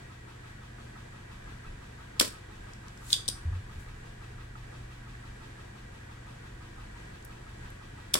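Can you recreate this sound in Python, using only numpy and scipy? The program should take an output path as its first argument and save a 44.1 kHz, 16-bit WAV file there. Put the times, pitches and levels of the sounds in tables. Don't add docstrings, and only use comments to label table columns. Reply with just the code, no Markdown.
import sys
import numpy as np
from scipy import signal
from scipy.fft import rfft, irfft
from scipy.io import wavfile
from scipy.ndimage import uniform_filter1d

SR = 44100
rng = np.random.default_rng(int(sys.argv[2]) if len(sys.argv) > 2 else 0)


def invert_db(level):
    return 10 ** (np.asarray(level, dtype=float) / 20)


def generate_wav(sig):
    pcm = np.round(np.clip(np.atleast_2d(sig).T, -1, 1) * 32767).astype(np.int16)
    wavfile.write(sys.argv[1], SR, pcm)


N = 361238
FREQS = np.maximum(np.fft.rfftfreq(N, 1 / SR), 1)
TIME = np.arange(N) / SR


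def read(table, hz=FREQS):
    points = np.array(table)
    return np.interp(np.log(hz), np.log(points[:, 0]), points[:, 1])


def unit(x):
    return x / np.sqrt(np.mean(x ** 2))


def band(x, hz, width_hz):
    return signal.lfilter(*signal.iirpeak(np.clip(hz, 20, .45 * SR), hz / width_hz, SR), x)


def walk(rate):
    hold = int(SR / rate)
    steps = np.repeat(rng.standard_normal(N // hold + 1), hold)
    return 1.23 * uniform_filter1d(uniform_filter1d(steps, hold), hold)[:N]


def swells(events):
    gain = 0
    for s, db, up_db, down_db in events:
        slope_db = np.where(TIME < s, up_db, down_db)
        gain = gain + invert_db(db - slope_db * np.abs(TIME - s))
    return gain


def add(out, sound, s, pan_db):
    for port, part, side, lag_s in zip(out, sound, [1, -1], [0, 0.00062]):
        i = int((s + lag_s) * SR)
        part = part[:N - i]
        port[i:i + len(part)] += part * invert_db(side * pan_db / 2)


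def far_field(make):
    alike_hz, bass_hz, lag_s = 1390, 252, 0.00086
    left, other = rfft(make()), rfft(make())
    alike = 1 / (1 + (FREQS / alike_hz) ** 2)
    lag = lag_s / (1 + (bass_hz / FREQS) ** 2)
    right = alike * left * np.exp(-2j * np.pi * FREQS * lag) + np.sqrt(1 - alike ** 2) * other
    return irfft([left, right], N)


def air():
    # frequency in Hz, level in dB per Hz.
    air_colour = [(13, -49.5), (22, -2), (121, -5), (169, -10), (345, -15), (614, -15), (705, -14.5),
                  (1260, -24), (1360, -30.5), (1610, -12.5), (2120, -27), (2370, -23), (5710, -33.5),
                  (8160, -31.5), (15800, -58)]
    # peak in seconds, level in dB, swell and fade in dB per second.
    gusts = [(1.71, -38, 42.5, 170), (2.74, -53, 40.5, 38), (3.53, -34, 81, 141.5), (3.78, -40.5, 120, 27),
             (4.45, -45.5, 22, 9), (4.93, -49, 31, 52.5), (6.57, -46, 158, 67.5), (6.87, -45.5, 37, 240),
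             (7.73, -45.5, 25.5, 55), (7.98, -52, 30, 80)]
    flicker = invert_db(.7 * walk(9))
    hiss = far_field(lambda: irfft(rfft(rng.standard_normal(N) * flicker) * invert_db(read(air_colour)), N))
    buffeting = unit(band(band(rng.standard_normal(N), 35.0, 49), 35.0, 49))
    still_air = invert_db(-61.5)
    return unit(hiss) * invert_db(-50) + buffeting * (still_air + invert_db(-8.5) * swells(gusts))


def gear_knocks(turn, gear_hz):
    # share of the turn, frequency in Hz, width in Hz, level in dB,
    # fade in seconds.
    teeth = [(0.545, 1270, 170, -53, 0.043), (0.51, 1900, 150, -54, 0.016), (.56, 894, 71, -56, 0.039),
             (0.66, 1084, 52, -64.5, 0.03814), (0.962, 1300, 70, -62.5, 0.037),
             (0.68, 1900, 120, -54.5, .015), (.7, 2600, 210, -57.5, 0.021), (0.75, 3000, 91, -69, 0.022),
             (.84, 3440, 82, -74, 0.033), (.87, 3000, 88, -65, 0.033), (0.64, 3470, 1230, -57, 0.077),
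             (0.73, 5600, 2400, -65.5, 0.087), (0.22, 1870, 56, -59, .035), (0.017, 2000, 99, -60.5, 0.033),
             (0.29, 1450, 100, -60.5, .03)]
    # frequency in Hz, width in Hz, level in dB.
    casing = [(1600, 250, 6.5), (1922, 28, 1), (2308.3, 30, -6.5), (981.7, 49, -12.5)]
    shape = (int(turn[-1]) + 2, len(teeth))
    strength_db = rng.standard_normal(shape)

    def at_one_port():
        total, start = 0, 2 * np.pi * rng.random(shape)
        for k, (share, hz, width_hz, db, fade_s) in enumerate(teeth):
            since = (turn - share) % 1 / gear_hz
            which = np.floor(turn - share + 1).astype(int)
            gate = (1 - np.exp(-since / 0.0056)) * np.exp(-since / fade_s)
            gate = gate * invert_db(db + strength_db[which, k])
            scrape = band(gate * rng.standard_normal(N), hz, width_hz) * np.sqrt(SR / np.pi / width_hz)
            total = total + .7 * scrape
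            if width_hz < 500:
                phase = 2 * np.pi * hz * since + start[which, k] + 1.6 * walk(160)
                total = total + .95 * gate * np.sin(phase)
        for hz, width_hz, db in casing:
            whirr = unit(band(rng.standard_normal(N), hz, width_hz))
            total = total + invert_db(db - 66.5 + 2.0 * walk(15)) * whirr
        return total

    return far_field(at_one_port)


def motor():
    # multiple of the shaft speed, level in dB.
    shaft_orders = [(2, -59), (3, -63.5), (4, -57), (6, -69.5), (7, -70), (8, -68.5), (9, -67), (10, -68.5),
                    (12, -71.5), (14, -69.5), (15, -70), (18, -73), (21, -75.5), (30, -76), (42, -74.5),
                    (48, -73)]
    gear_hz = 5.838
    turn = TIME * gear_hz
    tones = 0
    for multiple, db in shaft_orders:
        phase = 2 * np.pi * (4 * multiple * turn + rng.random()) + 0.88 * walk(5)
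        tones = tones + np.sqrt(2) * invert_db(db + 1.85 * walk(4)) * np.sin(phase)
    hum = np.sqrt(2) * invert_db(-53 + 1.13 * walk(0.82)) * np.sin(2 * np.pi * 120.2 * TIME)
    return gear_knocks(turn, gear_hz) + tones + hum


def room(near):
    # frequency in Hz, time to fall 60 dB in seconds.
    room_t60 = [(200, 0.15), (1000, 0.29), (3000, 0.25), (8000, 0.35), (15000, 0.21)]
    t, tail = TIME[:SR // 2], 0
    for hz in 150 * 2 ** np.arange(0, 6.8, .5):
        echoes = unit(band(rng.standard_normal((2, len(t))), hz, hz / 1.3))
        tail = tail + np.sqrt(hz) * echoes * 1000 ** (-t / read(room_t60, hz))
    tail = tail * (1 - np.exp(-(t / 0.002) ** 2))
    tail = tail / np.sqrt(np.sum(tail ** 2, axis=1, keepdims=True))
    return invert_db(-8) * signal.fftconvolve(near.mean(axis=0, keepdims=True), tail, axes=1)[:, :N]


def shudders():
    # start in seconds, length in seconds, level in dB, pitch in Hz.
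    leans = [
        (3.454, .05, -27.5, 82.2),
        (3.514, .09, -32, 89.93),
        (3.76, 0.042, -37, 78),
    ]
    edge_s, sag_db_s = 0.011405, 44.5
    out = 0
    for s, length, db, hz in leans:
        since = TIME - s
        lean = np.clip(np.minimum(since, length - since) / edge_s + .5, 0, 1) ** 2
        level = np.sqrt(2) * invert_db(db - sag_db_s * np.clip(since, 0, length))
        out = out + level * lean * np.sin(2 * np.pi * hz * since)
    return out


def ticks():
    # start in seconds, peak in dB, left minus right in dB, centre in Hz.
    light_ticks = [(2.555, -48, 0, 6000), (2.735, -36, -1.5, 5358), (2.883, -38, 7, 4860),
                   (2.975, -40.5, -2, 6000), (4.5527, -38, 3, 1290), (5.1505, -37, -4, 1700),
                   (7.226, -43, -2, 7000), (7.248, -39, 1.5, 9000), (7.2508, -33, 6, 11950),
                   (7.4965, -52, 3, 12000), (7.7034, -39, 6, 9956)]
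    out, t = np.zeros((2, N)), TIME[:SR // 50]
    for s, db, pan_db, hz in light_ticks:
        width_hz = .9 * hz * min(hz / 4000, 1) ** 2
        click = rng.standard_normal((2, len(t))) * np.exp(-t / 0.001)
        click = band(band(click, hz, width_hz), hz, width_hz)
        add(out, invert_db(db) * click / np.abs(click).max(), s, pan_db)
    return out


def slides():
    # peak in seconds, level in dB, swell and fade in dB per second.
    rubs = [
        (3.127, -35.5, 420, 9000),
        (3.075, -57.5, 110, 300),
        (3.746, -68, 150.5, 400),
        (3.8, -60.5, 600, 155.5),
    ]
    grains = rng.standard_normal((2, N)) * invert_db(1.8 * rng.exponential(size=N))
    rub = band(grains, 7533, 3500)
    rub = rub + invert_db(-5) * band(grains, 4100, 1500)
    rub = rub + invert_db(-28.5) * band(grains, 12500, 5000)
    return unit(rub) * swells(rubs)


def suction():
    # start in seconds, level in dB, time to fall 60 dB in seconds.
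    rushes = [
        (2.1985, -32.5, 0.23),
        (2.2098, -27.5, 0.21),
        (8.14, -31.5, 0.2),
        (8.153, -35, 0.12),
    ]
    # frequency in Hz, level in dB per Hz.
    rush_colour = [(88, -41), (150, -8.5), (249, 2.5), (601, 0.5), (821, -23.5), (1060, 0), (1290, -7.5),
                   (8400, -8), (16000, -20.5)]
    sputter = invert_db(2.7 * walk(300))
    rush = irfft(rfft(rng.standard_normal((2, N)) * sputter) * invert_db(read(rush_colour)), N)
    fade = 0
    for s, db, t60 in rushes:
        fade = fade + invert_db(db) * (TIME > s) * 1000 ** -np.clip((TIME - s) / t60, 0, 9)
    return unit(rush) * fade


def contacts(actions, steps):
    chain = []
    for s, db, stretch, pan_db, bright_db in actions:
        for ms, step_db, step_pan_db, thud_db, rattle_ms in steps:
            when = s + stretch * ms / 1000
            chain.append((when, db + step_db, pan_db + step_pan_db, thud_db, rattle_ms, bright_db))
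    return chain


def pump(chain, modes, wall_hz, spring_db, thud_hz, thud_width_hz):
    # frequency in Hz, width in Hz, level in dB, time to fall 60 dB in seconds.
    coil_modes = [(3500, 250, -2, .09), (3720, 250, -4, .1), (4780, 200, -2, .19), (8300, 1200, -5, .12)]
    out, t = np.zeros((2, N)), TIME[:SR // 5]
    thin_wall = signal.butter(4, wall_hz, "high", fs=SR, output="sos")
    for s, db, pan_db, thud_db, rattle_ms, bright_db in chain:
        noise = rng.standard_normal((2, len(t)))
        grains = noise * invert_db(3.33 * rng.exponential(size=len(t)))
        rattle = grains * np.exp(-(t * 1000 / rattle_ms) ** 2)
        tube = 0
        for k, (hz, width_hz, mode_db) in enumerate(modes):
            level = invert_db(mode_db + bright_db * np.log2(hz / 6000))
            tube = tube + (-1) ** k * level * band(rattle, hz, width_hz)
        tube = signal.sosfilt(thin_wall, tube)
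        spring = 0
        for hz, width_hz, mode_db, t60 in coil_modes:
            chatter = unit(band(noise[:, ::-1], hz, width_hz))
            spring = spring + invert_db(mode_db) * chatter * 1000 ** (-t / t60)
        push = np.exp(-.5 * ((t - .0004) / .0001) ** 2) + 0.11 * rattle
        thud = band(band(push, thud_hz, thud_width_hz), thud_hz, thud_width_hz)
        thud = thud + invert_db(-3.5) * band(push, 280, 140)
        hit = tube / np.abs(tube).max() + invert_db(spring_db) * spring - invert_db(thud_db) * thud / thud.max()
        add(out, invert_db(db) * hit, s, pan_db)
    return out


def latching():
    # peak in seconds, level in dB, time stretch, left minus right in dB,
    # brightness in dB per octave.
    latches = [
        (3.2869, -14, 1.0, 0.1, 3),
    ]
    # ms from the loudest, level in dB, left minus right in dB, thud in dB, rattle in ms.
    catch = [
        (-7.5, -3.5, 5, -40, 2.8),
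        (-3, 0, -2, -40, 2.675),
        (0, 1.5, -0.5, -15.5, 2.4),
        (12, -10.5, -2.5, -40, 3),
    ]
    # frequency in Hz, width in Hz, level in dB.
    modes = [(3734.3, 580, 0), (5320, 289.9, -0.5), (5825.6, 207.7, -1), (8000, 910, -7.5),
             (9280, 400, -2.5), (13000, 3300, -24.5)]
    return pump(contacts(latches, catch), modes, wall_hz=3040, spring_db=-31, thud_hz=511.25, thud_width_hz=390)


def cocking():
    cocks = [
        (3.1291, -6.5, 0.98, -1.5, -1),
    ]
    strokes = [
        (-26, -17.5, 0, -40, 0.93),
        (-5.5, -22.5, 0, -40, 3),
        (0, 2.5, 2, -33, 1.256),
        (10, -6, -2.2, -40, 2),
        (36, -17.5, 0, -14, 2),
        (130, -31, 0, -40, 2),
    ]
    # frequency in Hz, width in Hz, level in dB.
    modes = [(3555.6, 260, 4.5), (4834.7, 440, -2), (6100, 900, -10.5), (8500, 750, -9), (9415, 510, -11),
             (12500, 4141, -34)]
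    return pump(contacts(cocks, strokes), modes, wall_hz=3040, spring_db=-26.5, thud_hz=500, thud_width_hz=500)


def firing():
    shots = [
        (2.1977, -2, 1.0, -1, 0.7),
        (8.1398, -3.5, 1.14, 0.1, 2.5),
    ]
    slam = [
        (-3.5, -18, -9, -40.5, 3.8),
        (0, 0.5, 2, -26, 1.7),
        (2.5, -7.5, -11, -28, 1.3),
        (12, -12, 7, 0.5, 3),
        (16, -13, -6, -9, 2.7),
        (21.5, -24, -11, -4, 1.8),
        (28.5, -23, 0, -1, 2),
    ]
    # frequency in Hz, width in Hz, level in dB.
    modes = [(3470, 270, 1), (4560, 350, -1.5), (5460, 651, -2.5), (7722, 500, -3), (9143.3, 490, -3.5),
             (10890, 600, -9), (13100, 4600, -18), (2220, 700, -10)]
    return pump(contacts(shots, slam), modes, wall_hz=2000, spring_db=-60, thud_hz=800, thud_width_hz=2500)


def scene():
    near = firing() + cocking() + latching() + ticks() + slides()
    return air() + motor() + room(near) + shudders() + suction() + near


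def roll_off(x):
    return signal.sosfilt(signal.butter(12, 16780, fs=SR, output="sos"), x)


def record(dry):
    # frequency in Hz, left minus right in dB.
    port_tilt = [(200, 0), (400, -.5), (700, 2), (1300, -1), (2400, 1), (4400, 0), (15000, .5)]
    tilt_db = read(port_tilt) / 2
    self_noise = invert_db(-78) * rng.standard_normal((2, N))
    heard = rfft(dry + self_noise) * (FREQS < 15940)
    mix = irfft(heard * invert_db(np.array([tilt_db, -tilt_db])), N)
    return roll_off(mix)


dry = scene()
out = record(dry)
generate_wav(out)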